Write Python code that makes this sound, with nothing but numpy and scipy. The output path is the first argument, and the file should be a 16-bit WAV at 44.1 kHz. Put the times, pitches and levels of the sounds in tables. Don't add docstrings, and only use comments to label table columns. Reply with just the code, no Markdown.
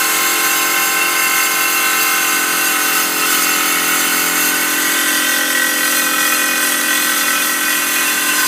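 import sys
import numpy as np
from scipy import signal
from scipy.fft import rfft, irfft, next_fast_len
from scipy.io import wavfile
from scipy.ndimage import uniform_filter1d, map_coordinates

SR = 44100
rng = np.random.default_rng(int(sys.argv[2]) if len(sys.argv) > 2 else 0)


def wrap_up_sound(samples):
    columns = np.atleast_2d(samples).T
    tamed = np.clip(columns, -1, 1)
    steps = np.round(tamed * 32767).astype(np.int16)
    wavfile.write(sys.argv[1], SR, steps)


N = 373527
TOP_HZ = 15330


def amp(db):
    return np.exp(np.asarray(db) * (np.log(10) / 20))


def unit(x):
    return x / np.sqrt(np.mean(x ** 2) + 1e-20)


def running_rms(x, samples):
    return np.sqrt(np.abs(uniform_filter1d(x ** 2, size=samples)) + 1e-9)


def spectral_gain(points, hz):
    f, db = np.transpose(points)
    return amp(np.interp(np.log(hz + 1), np.log(f + 1), db))


def curve(rows):
    return np.interp(np.arange(N) / SR, *np.transpose(rows))


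def wobble(rate):
    knots = rng.standard_normal(int(N * rate / SR) + 4)
    coarse = np.arange(0, N + 64, 64)
    return np.interp(np.arange(N), coarse, map_coordinates(knots, [coarse * rate / SR]))


def swell(middle, half_length):
    coarse = np.arange(0, N + 256, 256)
    return np.interp(np.arange(N), coarse, np.exp(-((coarse / SR - middle) / half_length) ** 2))


def blend(a, b, share):
    share = np.clip(share, 0, 1)
    return np.sqrt(1 - share) * a + np.sqrt(share) * b


def filtered(x, response):
    size = next_fast_len(N + SR // 4, True)
    return irfft(rfft(x, size) * response(np.fft.rfftfreq(size, 1 / SR)), size)[:N]


def noise(response):
    return unit(filtered(rng.standard_normal(N), response))


def resonance(f, hz, width):
    damping = 1j * width * f
    return damping / (damping + (hz * hz - f * f))


def ring(force, hz, width, skirt=3.57):
    return unit(filtered(force, lambda f: resonance(f, hz, width) * resonance(f, hz, skirt * width)))


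# (time [s], rotation rate [turns/s])
SPINDLE_SPEED = [(0, 44), (1.3, 43.7), (2.0, 43.6), (2.5, 43.17), (2.85, 43), (4.0, 42.7), (4.65, 43.11),
                 (5.6, 42.7), (6.4, 42.69), (6.75, 43), (7.3, 42.4), (8.47, 43.3)]
# (time [s], bite [0 light to 1 heavy])
WHEEL_BITE = [(0, 0.027), (2.1, 0.066), (2.5, 0.17), (4.45, 0.28), (5.4, 0.98), (7.7, 0.83), (8.47, 0.45)]
def spindle():
    return np.cumsum(curve(SPINDLE_SPEED)) / SR, np.clip(curve(WHEEL_BITE), 0, 1)


def bumps(turns, scatter_db=0.54, jitter_s=0.000015):
    onsets = np.interp(np.arange(int(turns[-1]) + 1), turns, np.arange(N))
    chance = rng.standard_normal((len(onsets), 2))
    onsets += jitter_s * SR * chance[:, 0]
    taps = onsets.astype(int)[:, None] + np.arange(-8, 9)
    pulses = amp(scatter_db * chance[:, 1:]) * np.sinc(taps - onsets[:, None])
    return unit(np.bincount(np.clip(taps, 0, N - 1).ravel(), pulses.ravel(), N))


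# (frequency [Hz], bandwidth [Hz], light-bite level [dB], heavy-bite level [dB],
# scrape's share of the force [0-1], lag of the force under light bite [s])
PANE_MODES = [(1044.3, 24.4, -34, -33.5, 0.12, 0.00078), (1224, 17, -33, -37.5, 0.4, 0),
              (1300.7, 29, -31, -32.5, 0.22, .013), (1465, 35, -37, -38.5, 0.27, .014),
              (1527.3, 30, -26, -25, 0.2, 0.003), (1785, 10, -34, -34, .3, 0),
              (1922, 42, -34, -22, .15, 0.0035), (2115, 70, -26.5, -38, 0.25, .011),
              (2209.5, 36, -32.5, -33.5, 0.4, 0.00052), (2482, 14, -36.5, -34.5, 0.52, 0),
              (2707, 32.3, -28, -32.5, 0.51, .006), (2993, 26, -34, -33.5, 0.5, 0),
              (3080, 75, -36, -35, 0.7, 0), (3280, 22, -52, -31.5, .63, 0.00097),
              (3440, 60, -40.5, -34.5, 0.6, 0.00087)]
# (centre time [s], half length [s], approximate mode frequency [Hz], gain [dB])
MODE_SWELLS = [(0.3, 2.1, 1043, 7), (0.502, 0.038, 2703, 7.5), (1.1, .35, 2703, 4.5), (1.25, .4, 2115, 3),
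               (1.72, 0.22, 2703, 5), (2.2, 0.22, 2703, 5), (2.9, 1.3, 1300, 7.5), (3.4, 0.77, 2703, 3),
               (3.7, 0.86, 2992, 4.5), (3.7, .65, 1528, -7), (3.91, 1.7, 1464, 11), (4.3, 1, 2205, 6),
               (4.85, .2, 1924, 4), (5.2, .4, 3095, 6.5), (5.6, .35, 1924, 2.5), (5.7, .8, 1528, 1),
               (6.25, 0.43, 1300, 7.5), (6.25, 0.38, 2479, 10.5), (6.95, .2, 3440, 4),
               (7.35, 0.32, 1300, 6), (7.6, .7, 2479, 8), (8.1, .45, 2703, 4), (8.401, 0.091, 1528, 1.5),
               (8.45, .35, 1043, 6.5)]
def pane_ring(turns, bite, throb_light=0.075, throb_heavy=0.8, flutter_db=1.1):
    knock = bumps(turns)
    throb = throb_light + bite * (throb_heavy - throb_light)
    pressure = np.exp(throb * np.cos(2 * np.pi * turns - 0.6))
    scrape = rng.standard_normal(N) * pressure / running_rms(pressure, 4096)
    swells_db = np.zeros((len(PANE_MODES), N))
    for middle, half_length, hz, db in MODE_SWELLS:
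        nearest = np.argmin([abs(mode[0] - hz) for mode in PANE_MODES])
        swells_db[nearest] += db * swell(middle, half_length)
    glass = np.zeros(N)
    for (hz, width, light_db, heavy_db, scraped, lag), swell_db in zip(PANE_MODES, swells_db):
        force = blend(knock, scrape, scraped)
        force = blend(np.roll(force, int(lag * SR)), force, 2 * bite - 0.8)
        tone = ring(force, hz, width)
        steady = tone / running_rms(tone, 16384)
        level_db = light_db + bite * (heavy_db - light_db) + swell_db + flutter_db * wobble(13)
        glass += amp(level_db) * steady
    return glass


# (frequency [Hz], relative level [dB])
BUZZ_SPECTRUM = [(80, -70), (500, -34), (850, -4), (960, -13), (1100, -0.5), (1470, 5.5), (1650, 0.5),
                 (1850, -9.5), (2080, -0.5), (2240, 4), (2400, -4), (2600, -0.5), (3500, -8.5), (8000, -10),
                 (15000, -14.5)]
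def wheel_buzz(turns, bite, level_db=-21.7, full_bite_db=-4.5, size=4096):
    phases = rng.random((2, size // 2 + 1))
    in_band = np.arange(size // 2 + 1) < TOP_HZ / SPINDLE_SPEED[0][1]
    tracks = irfft(in_band * np.exp(2j * np.pi * phases))
    light, heavy = (np.interp(turns % 1 * size, np.arange(size), track) for track in tracks)
    buzz = filtered(blend(light, heavy, bite), lambda f: spectral_gain(BUZZ_SPECTRUM, f))
    return amp(level_db + full_bite_db * bite) * unit(buzz)


def sheen(modes):
    def power(f):
        return sum(np.abs(amp(db) * resonance(f, hz, width)) ** 2 for hz, width, db in modes)
    return noise(lambda f: np.sqrt(power(f)) * (f > 3000))


def shifting_colour(x, depth_db=3.5, bins=2, frames=45):
    spectra = signal.stft(x, nperseg=1024)[2]
    patches = uniform_filter1d(rng.standard_normal(spectra.shape), bins, axis=0)
    patches = uniform_filter1d(patches, frames, axis=1)
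    return unit(signal.istft(spectra * amp(depth_db * unit(patches)), nperseg=1024)[1][:N])


def wall_reflections(x, wet_db=-2.5, t60_s=0.22):
    t = np.arange(SR // 5) / SR
    tail = rng.standard_normal(len(t)) * amp(-60 * t / t60_s)
    return unit(x + amp(wet_db) * unit(signal.fftconvolve(x, tail)[:N]))


# (frequency [Hz], bandwidth [Hz], relative level [dB])
HIGH_MODES_LIGHT = [(4240, 12.5, 2.5), (4730, 40, 1.5), (6355, 33, 6), (6710, 59, -1), (7380, 23, 6.5),
                    (8090, 13, 1), (8510, 34, 1), (9970, 34, -16), (10050, 76, -1), (10570, 57, -5.5),
                    (11200, 26, -15), (11280, 48, 3), (11950, 210, -5.5), (12940, 44, -1.5),
                    (13100, 60, -12), (13700, 160, -11.5), (14100, 83, -6), (14360, 90, 5.5)]
HIGH_MODES_HEAVY = [(4184, 36, 1), (4740, 25, 3.5), (5790, 35, 2), (6220, 47, 3.5), (6770, 23, 0),
                    (7570, 23, -0.5), (8080, 41, 6.5), (8700, 41, 3), (9500, 23, 2.5), (10360, 43, 0),
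                    (10520, 59, 1.5), (11470, 26, -3), (12240, 90, -20), (11730, 38, 2), (12470, 48, 5),
                    (13150, 100, 1.5), (14100, 210, -6), (15400, 170, -1)]
# (frequency [Hz], relative spectral density [dB])
SPRAY_SPECTRUM = [(500, -33), (1000, -17), (1300, -2.5), (1700, 0.5), (2400, 1.5), (3200, 4.5), (4000, 7),
                  (5500, 3.5), (6400, 4.5), (9000, 6.5), (13000, 1), (15300, 3)]
def grit_hiss(turns, bite, level_db=-17, drift_db=0.45, flutter_db=0.5, throb=0.044):
    bright = blend(sheen(HIGH_MODES_LIGHT), sheen(HIGH_MODES_HEAVY), bite) * amp(1.3 * wobble(13))
    spray = shifting_colour(noise(lambda f: spectral_gain(SPRAY_SPECTRUM, f)))
    hiss = blend(bright, wall_reflections(spray), share=0.6)
    gain = amp(level_db + drift_db * wobble(7) + flutter_db * wobble(35))
    return gain * (1 + throb * np.cos(2 * np.pi * turns)) * hiss


# (centre time [s], half length [s], gain [dB])
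RIM_SPOTS = [(0.53, 0.11, 0), (0.89, .05, -1.5), (1.52, .12, -1), (3.135, 0.088, -2.5), (3.36, 0.087, 1),
             (5.76, .08, -1), (6.774, 0.047, -1), (6.92, .07, 1), (7.55, 0.082, -2)]
def contact_gain(drift_db=0.27):
    spots_db = sum(db * swell(middle, half_length) for middle, half_length, db in RIM_SPOTS)
    return amp(drift_db * wobble(5) + spots_db)


# (frequency [Hz], half width [Hz], gain [dB])
NOTCHES_LIGHT = [(2330, 48, -12), (4020, 70, -6), (4510, 60, -5), (5100, 60, -5), (5570, 110, -7),
                 (7010, 60, -9), (7230, 60, -6), (8330, 70, -10), (9470, 40, -9), (11080, 100, -9),
                 (11740, 70, -7), (13680, 110, -23), (14590, 120, -26)]
NOTCHES_HEAVY = [(2340, 80, -8), (2560, 50, -4), (2840, 70, -6), (3960, 150, -3), (4480, 100, -7),
                 (7210, 90, -5), (8300, 110, -6), (9060, 90, -10), (10200, 120, -9), (12480, 100, -7),
                 (13760, 120, -19), (14660, 120, -23)]
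def treble_hollows(x, bite):
    def gain(f, notches):
        dips_db = (db * np.exp(-np.minimum(((f - hz) / width) ** 2, 20)) for hz, width, db in notches)
        return amp(sum(dips_db))
    light = filtered(x, lambda f: gain(f, NOTCHES_LIGHT))
    heavy = filtered(x, lambda f: gain(f, NOTCHES_HEAVY))
    return (1 - bite) * light + bite * heavy


# (order [multiple of speed], relative level [dB])
ORDERS_LIGHT = [(1, -56), (2, -41), (3, -24), (4, -16.5), (5, -11.5), (6, -13.5), (7, 0.5), (8, 2),
                (9, -16.5), (10, 0.5), (11, -53), (12, -6.5), (13, -5), (14, -24), (15, -4.5), (16, -37),
                (17, -8), (18, 4.5), (19, 0.5), (20, -19), (21, -12.5)]
ORDERS_MID = [(1, -50), (2, -40), (3, -27.5), (4, -8), (5, -16), (6, -2), (7, 2), (8, -4.5), (9, -8),
              (10, -4.5), (11, -31), (12, -30), (13, -7.5), (14, -7.5), (15, -16.5), (16, -27), (17, -30),
              (18, -5), (19, -9), (20, -18), (21, -4.5)]
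ORDERS_HEAVY = [(1, -54), (2, -32), (3, -27), (4, -12), (5, -9), (6, 4), (7, 7.5), (8, 2.5), (9, -2.5),
                (10, -9.5), (11, -13), (12, 5.5), (13, -2), (14, 1), (15, -29), (16, -36), (17, -36),
                (18, -8), (19, -0.5), (20, -12), (21, -9.5)]
# (time [s], phase [rad])
ODD_ORDER_LAG = [(0, 0.86), (2.4, 0.47), (5.3, 0.5), (6.5, 1.6), (8.47, 1.096)]
# (time [s], relative level [dB])
HUM_ENVELOPE = [(0, -29.5), (0.6, -28), (1.4, -30.5), (2.6, -29), (4.5, -27.5), (6.9, -29), (7.6, -31),
                (8.47, -30.5)]
def frame_hum(turns, bite, smear_rad=0.36, waver_db=1.27):
    hum = np.zeros(N)
    odd_lag = curve(ODD_ORDER_LAG)
    for order, rows in enumerate(zip(ORDERS_LIGHT, ORDERS_MID, ORDERS_HEAVY), 1):
        level_db = np.interp(bite, [0, 0.3, 1], [db for _, db in rows]) + waver_db * wobble(7.5)
        lag = smear_rad * order ** 2 + order % 2 * odd_lag
        hum += amp(level_db) * np.cos(2 * np.pi * order * turns - lag)
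    return amp(curve(HUM_ENVELOPE) + 1) * hum / running_rms(hum, 8192)


# (frequency [Hz], relative spectral density [dB])
RUMBLE_SPECTRUM = [(20, -50), (65, -33), (100, -19), (140, -12.5), (185, 0), (280, -1), (400, -2),
                   (600, -3.5), (700, -4), (900, 0), (1500, -20), (3000, -33)]
def fan_rumble(level_db=-36):
    return amp(level_db) * noise(lambda f: spectral_gain(RUMBLE_SPECTRUM, f))


def scene():
    turns, bite = spindle()
    rumble = fan_rumble()
    grinding = contact_gain() * (pane_ring(turns, bite) + wheel_buzz(turns, bite) + grit_hiss(turns, bite))
    machine = treble_hollows(grinding, bite) + frame_hum(turns, bite) + rumble
    return np.array([machine, machine])


def record(dry):
    return np.array([filtered(channel, lambda f: f < TOP_HZ) for channel in dry])


dry = scene()
out = record(dry)
wrap_up_sound(out)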